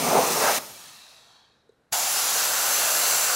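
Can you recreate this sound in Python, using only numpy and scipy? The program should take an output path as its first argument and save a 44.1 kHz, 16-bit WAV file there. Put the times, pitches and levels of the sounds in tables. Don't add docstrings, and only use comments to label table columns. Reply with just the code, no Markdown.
import sys
import numpy as np
from scipy import signal
from scipy.fft import rfft, irfft
from scipy.io import wavfile
from scipy.ndimage import uniform_filter1d, map_coordinates

SR = 44100
rng = np.random.default_rng(int(sys.argv[2]) if len(sys.argv) > 2 else 0)


def bounce(signal):
    frames = np.transpose(np.atleast_2d(signal))
    limited = np.clip(frames, -1, 1)
    pcm = np.round(limited * 32767).astype(np.int16)
    wavfile.write(sys.argv[1], SR, pcm)


def rack_gain(trim_db):
    fader = np.asarray(trim_db, float)
    return 10 ** (fader / 20)


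N = 147735

SHUT_S, SHUT_FALL_S = 0.5864, 0.0048
OPEN_S, OPEN_RISE_S = 1.926, 0.0039
EDGE_HZ = 60
STEADY_PATCHY_DB = 0.4

# centre in Hz, width in Hz, gain in dB, time in seconds, duration in seconds.
JET_PASSING = [(2330, 890, 1.5, .1, 0.25), (2410, 900, -4, 0.37, .2), (3200, 500, -3.5, 0.38, 0.27),
               (6100, 200, 4.5, .15, .3), (9050, 250, 2.5, 0.11, .3), (13600, 1200, -2.5, .3, .6),
               (7600, 400, 2.5, 2.1, 0.26), (9300, 700, 5.5, 2.22, 0.43), (10800, 700, 4.5, 2.13, 0.36),
               (1450, 350, 2.5, 2.57, 0.25), (13800, 400, -4, 2.7, 0.73), (14700, 800, 3, 2.7, .6),
               (15300, 500, -4, 2.7, .6), (8700, 300, -5, 3.1, 0.44), (7700, 700, 2, 3.2, .3),
               (1000, 700, -1.5, 3.25, 0.26), (4300, 1400, -2, 2.04, .2), (10800, 900, 2.5, 2.85, .4)]


def unit(x):
    return x / np.sqrt(np.mean(x ** 2) + 1e-20)


def along(points, hz):
    f, v = np.transpose(points)
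    return np.interp(np.log(hz + 1), np.log(f + 1), v)


def at_time(points, t):
    s, v = np.transpose(points)
    return np.interp(t, s, v)


def wobble(rate_hz):
    knots = rng.standard_normal(int(N * rate_hz / SR) + 4)
    return map_coordinates(knots, [np.arange(N) * rate_hz / SR])


def step(t, at_s, takes_s):
    return 1 / (1 + np.exp(np.clip((at_s - t) / takes_s, -60, 60)))


def band(x, low_hz, high_hz):
    hz = np.fft.rfftfreq(x.shape[-1], 1 / SR)
    inside = np.clip(np.minimum(hz - low_hz, high_hz - hz) / EDGE_HZ + 0.5, 0, 1)
    return irfft(rfft(x) * np.sin(np.pi / 2 * inside) ** 2, x.shape[-1])


def passing(rows):
    def law_db(hz, t):
        total_db = 0
        for centre_hz, width_hz, db, s, long_s in rows:
            off = ((hz - centre_hz) / width_hz * 2) ** 2 + ((t - s) / long_s * 2) ** 2
            total_db = total_db + db * np.exp(-off)
        return total_db
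    return law_db


def rush(spectrum, bands=(), bands_db=0, patchy_db=1.5, streaks_db=0.9, law_db=lambda hz, t: 0):
    hz, t, z = signal.stft(rng.standard_normal(N), SR, nperseg=1024)
    power = rack_gain(along(spectrum, hz)) ** 2
    for centre_hz, width_hz, db in bands:
        power = power + rack_gain(db + bands_db) ** 2 / (1 + (2 * (hz - centre_hz) / width_hz) ** 2)

    def field(bins, frames):
        rough = uniform_filter1d(rng.standard_normal(z.shape), bins, axis=0)
        return unit(uniform_filter1d(rough, frames, axis=1))

    chance_db = patchy_db * field(9, 6) + streaks_db * field(5, 16)
    gain = np.sqrt(power / power.mean())[:, None] * rack_gain(chance_db + law_db(hz[:, None], t))
    return signal.istft(z * gain, SR, nperseg=1024)[1][:N]


def first_burst(t):
    # time in seconds, level in dB.
    hiss_db = [(0.0, -27.5), (0.128, -27.5), (0.448, -24), (0.57, -24.5)]
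    roar_db = [(0, -33), (.05, -28), (.105, -22), (.175, -18), (.24, -24), (.3, -29), (.4, -26.5),
               (.46, -21.5), (.5, -24), (.54, -32.5)]
    boom_db = [(0, -32), (.16, -31.5), (.3, -41), (.45, -42), (.57, -46)]
    # frequency in Hz, density in dB per Hz.
    hiss_air = [(710, -25), (1200, -1), (1410, -11.5), (2630, -7), (2990, -13.5), (6400, -8), (15600, -20)]
    roar_dull = [(40, -58), (110, -32), (160, -19), (290, -16), (400, -3), (800, -1), (1250, -11),
                 (1500, -21), (4000, -50)]
    roar_bright = [(40, -48), (170, -19), (400, -19), (520, -3), (850, -1), (1700, -8), (2400, -20),
                   (5000, -50)]
    boom_air = [(60, -41), (110, -19.5), (150, 0), (245, 0.5), (300, -7), (400, -40.5)]
    # centre in Hz, width in Hz, level in dB.
    echoes = [(2500, 1600, -6), (4100, 480, -8), (5160, 400, -5), (6200, 650, -6.5), (7300, 690, -12.5),
              (8980, 550, -4.5), (11840, 1300, -6), (14850, 1200, -8)]

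    bright = np.exp(-((t - 0.478) / 0.06) ** 2)
    roar = np.sqrt(1 - bright) * rush(roar_dull, patchy_db=0.5)
    roar += np.sqrt(bright) * rush(roar_bright, patchy_db=STEADY_PATCHY_DB)
    roar *= rack_gain(at_time(roar_db, t) + 0.63 + 0.81 * wobble(91))
    hiss = rush(hiss_air, echoes, bands_db=-4.5, patchy_db=-0.2, law_db=passing(JET_PASSING))
    hiss *= rack_gain(at_time(hiss_db, t) + 0.44 * wobble(22))
    boom = rush(boom_air) * rack_gain(at_time(boom_db, t))
    return (hiss + boom + roar) * (1 - step(t, SHUT_S, SHUT_FALL_S / 2))


def walls(x):
    # frequency in Hz, t60 in seconds.
    decay = [(150, 0.81), (800, 0.61), (4000, 0.29), (12000, 0.1)]
    hz, t, z = signal.stft(rng.standard_normal(SR // 2), SR, nperseg=256)
    fall = rack_gain(-60 * t / along(decay, hz)[:, None])
    tail = signal.istft(z * fall, SR, nperseg=256)[1]
    return rack_gain(-17.5) * signal.fftconvolve(x, tail / np.linalg.norm(tail))[:N]


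def room_tone():
    # frequency in Hz, density in dB per Hz.
    shop_air = [(30, 0), (80, -9), (200, -11.5), (330, -15.5), (700, -16.5), (1500, -23), (2300, -29.5),
                (8000, -38), (13000, -42)]
    # centre in Hz, width in Hz, level in dB.
    shop_bands = [(480, 45, -9), (1500, 220, -19.5), (4000, 200, -28)]
    air = rush(shop_air, shop_bands, patchy_db=STEADY_PATCHY_DB, streaks_db=0)
    return rack_gain(-64.5) * band(air, -EDGE_HZ, 12700)


def bleed(t):
    # time in seconds, pressure in dB.
    pressure_db = [(.6, 1), (.9, -4.5), (1.15, -9), (1.35, -15.5), (1.6, -27), (1.75, -42.5), (1.92, -60)]
    # frequency in Hz, density in dB per Hz.
    leak_air = [(35, -58), (60, -9), (102, -0.5), (444, -9), (600, -3), (1750, -7.5), (5740, -3.5),
                (15600, -9)]
    # centre in Hz, width in Hz, level in dB.
    leak_bands = [(1200, 260, 0.5), (1750, 180, -10), (2700, 220, -3), (3300, 200, -15), (4030, 340, 1),
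                  (4300, 200, -8), (5300, 400, -10), (6100, 140, 1.5), (7240, 300, -9), (9200, 300, 4.5),
                  (10000, 300, -8), (11800, 900, 1)]
    # frequency in Hz, fall in dB per pressure dB.
    follows = [(300, 2), (700, 0.93), (1700, 0.9), (2500, 1), (3900, 0.79), (6500, 1.35), (10000, 1.82),
               (15000, 2.5)]
    # centre in Hz, width in Hz, extra fall in dB per pressure dB.
    notches = [(2020, 220, .55), (2950, 300, .15), (4850, 250, .3), (6600, 300, .15), (8400, 500, .25)]
    # centre in Hz, width in Hz, gain in dB, time in seconds, duration in seconds.
    reflections = [(13900, 900, -6, .72, .35), (6700, 420, 2, 0.81, .3), (10300, 300, -9, .74, .3),
                   (2750, 400, 7, .97, .3), (3230, 250, 0.5, 0.88, .3), (3900, 390, 4.5, 1.2, 0.57),
                   (4400, 250, 8, 1.3, .4), (2950, 250, -8, 1.2, 0.54), (3300, 370, 8, 1.42, 0.25),
                   (5400, 700, -1, 1.5, .3), (8200, 700, -1, 1.22, .3), (900, 460, 5.5, 1.4, .3),
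                   (9300, 350, 5, 0.84, .25), (12000, 600, 3, .75, .3), (1700, 330, 9, 1.53, .3),
                   (4050, 300, 5, 1.8, .3), (2040, 250, 0, 1.05, 0.37), (2500, 500, 1.5, 1.4, .4),
                   (14500, 3000, -6, 1.1, .4)]

    def law_db(hz, s):
        slope = along(follows, hz)
        for centre_hz, width_hz, extra in notches:
            slope = slope + extra * np.exp(-((hz - centre_hz) / width_hz * 2) ** 2)
        return slope * at_time(pressure_db, s) + passing(reflections)(hz, s)

    air = rush(leak_air, leak_bands, bands_db=-9.5, patchy_db=STEADY_PATCHY_DB, streaks_db=1.9, law_db=law_db)
    return rack_gain(-40.5 + 0.67 * wobble(8.8)) * air * step(t, SHUT_S, SHUT_FALL_S / 2)


def thuds(t):
    # time in seconds, level in dB (the pulse peaks about 13 dB lower), length in seconds.
    pushes = [
        (1.23, -56, .005),
        (1.275, -60, .003),
        (1.922, -30, 0.0046),
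    ]
    out = np.zeros(N)
    for s, db, long_s in pushes:
        x = (t - s) / long_s
        out += rack_gain(db) * x * np.exp(-(x * 2) ** 2)
    return out


def knocks():
    # time in seconds, peak in dB, tick in dB.
    hits = [
        (1.694, -42.5, -19),
        (1.724, -59.5, -10),
    ]
    # frequency in Hz, level in dB, t60 in seconds.
    modes = [(438, 5, 0.022), (3820, -27, 0.044), (4060, -25, 0.043), (4850, -33, .025), (8500, -38, .02)]
    rise_s = 0.004
    out, t = np.zeros(N), np.arange(SR // 10) / SR
    for s, db, tick_db in hits:
        ring = sum(rack_gain(level - 60 * t / t60) * np.sin(2 * np.pi * hz * t) for hz, level, t60 in modes)
        ring = ring * (1 - np.exp(-t / rise_s)) ** 2
        tick = rack_gain(tick_db - 9 - 60 * t / 0.011) * band(rng.standard_normal(len(t)), 3000, 9600)
        start = round((s - rise_s / 2) * SR)
        out[start:][:len(t)] += rack_gain(db + 11) * (ring + tick)
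    return out


def second_burst(t):
    # time in seconds, level in dB.
    hiss_db = [(1.97, -24.5), (3.188, -21), (3.35, -23)]
    # frequency in Hz, density in dB per Hz.
    away_air = [(24, -63), (40, -51.5), (820, -5), (2460, -7.5), (7200, -1), (8570, -9.5), (13100, -10),
                (15600, -10)]
    turned_air = [(24, -62), (40, -56), (388, -13), (564, -1.5), (1420, -2), (2460, -7.5), (7380, -7),
                  (15600, -9)]
    puff_air = [(400, -32), (600, -4), (800, 2), (1100, -6), (1500, -6), (2000, -32)]
    # centre in Hz, width in Hz, level in dB.
    away_echoes = [(765, 116, 0), (2750, 140, -5), (3540, 160, -17), (4730, 80, -17), (7000, 500, -2.5),
                   (4050, 170, -18), (10100, 190, -4.5), (10850, 620, -9), (12900, 330, -1.5),
                   (14600, 130, -7), (15140, 220, -16)]
    turned_echoes = [(1416, 220, -2), (2720, 85, -2), (4490, 610, -4), (6140, 500, 0.5), (7460, 620, 0.5),
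                     (9400, 270, -14.5), (11030, 880, -4.5), (11930, 440, -9.5), (12900, 810, -8),
                     (15200, 700, -11)]

    law_db = passing(JET_PASSING)
    turned = step(t, 2.355, 0.14)
    away = rush(away_air, away_echoes, bands_db=-0.5, patchy_db=1.0, law_db=law_db)
    facing = rush(turned_air, turned_echoes, bands_db=1.0, patchy_db=STEADY_PATCHY_DB, law_db=law_db)
    air = np.sqrt(1 - turned) * away + np.sqrt(turned) * facing
    since_s = np.abs(t - OPEN_S)
    kick_db = 5 * np.exp(-since_s / 0.026)
    air *= rack_gain(at_time(hiss_db, t) + kick_db + 0.3 * wobble(9.22) + 0.21 * wobble(300))
    puff = rush(puff_air) * rack_gain(-32.5) * np.exp(-since_s / 0.16)
    return (puff + air) * step(t, OPEN_S, OPEN_RISE_S / 2)


def scene():
    t = np.arange(N) / SR
    near = first_burst(t) + second_burst(t) + thuds(t)
    mono = near + walls(near) + bleed(t) + knocks() + room_tone()
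    return np.array([mono, mono])


def side_noise(mono):
    # centre time in seconds, low edge in Hz, high edge in Hz.
    patches = [(0.327, 10500, 12400), (0.768, 4700, 5700), (0.883, 5700, 7600), (1.511, 6300, 6900),
               (2.139, 11000, 12400), (2.187, 5200, 6300), (2.392, 4700, 5700), (2.395, 7500, 9000),
               (2.442, 10300, 12400), (2.741, 11000, 12300), (2.745, 5700, 7600), (2.813, 14500, 15800),
               (2.998, 13800, 15800), (3.233, 5700, 6800), (3.299, 4200, 5200)]
    long_s = 2048 / SR
    side, t = np.zeros(N), np.arange(N) / SR
    for s, low_hz, high_hz in patches:
        frame = np.cos(np.pi * np.clip((t - s) / long_s, -0.5, 0.5)) ** 2
        part = band(mono, low_hz, high_hz)
        noise = unit(band(rng.standard_normal(N), low_hz, high_hz))
        level = np.sqrt(np.sum((part * frame) ** 2) / np.sum(frame ** 2))
        side += rack_gain(-2) * level * frame * noise
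    return side


def top_cut(x):
    return signal.sosfilt(signal.butter(12, 16660, fs=SR, output="sos"), x)


def record(dry):
    mono = signal.lfilter(*signal.butter(2, 86, "high", fs=SR), dry[0])
    clip_top = 0.6
    mono = mono / (1 + (mono / clip_top) ** 4) ** (1 / 4)
    side = side_noise(mono)
    mix = band(np.array([mono + side, mono - side]), -EDGE_HZ, 15780)
    return top_cut(mix)


dry = scene()
out = record(dry)
bounce(out)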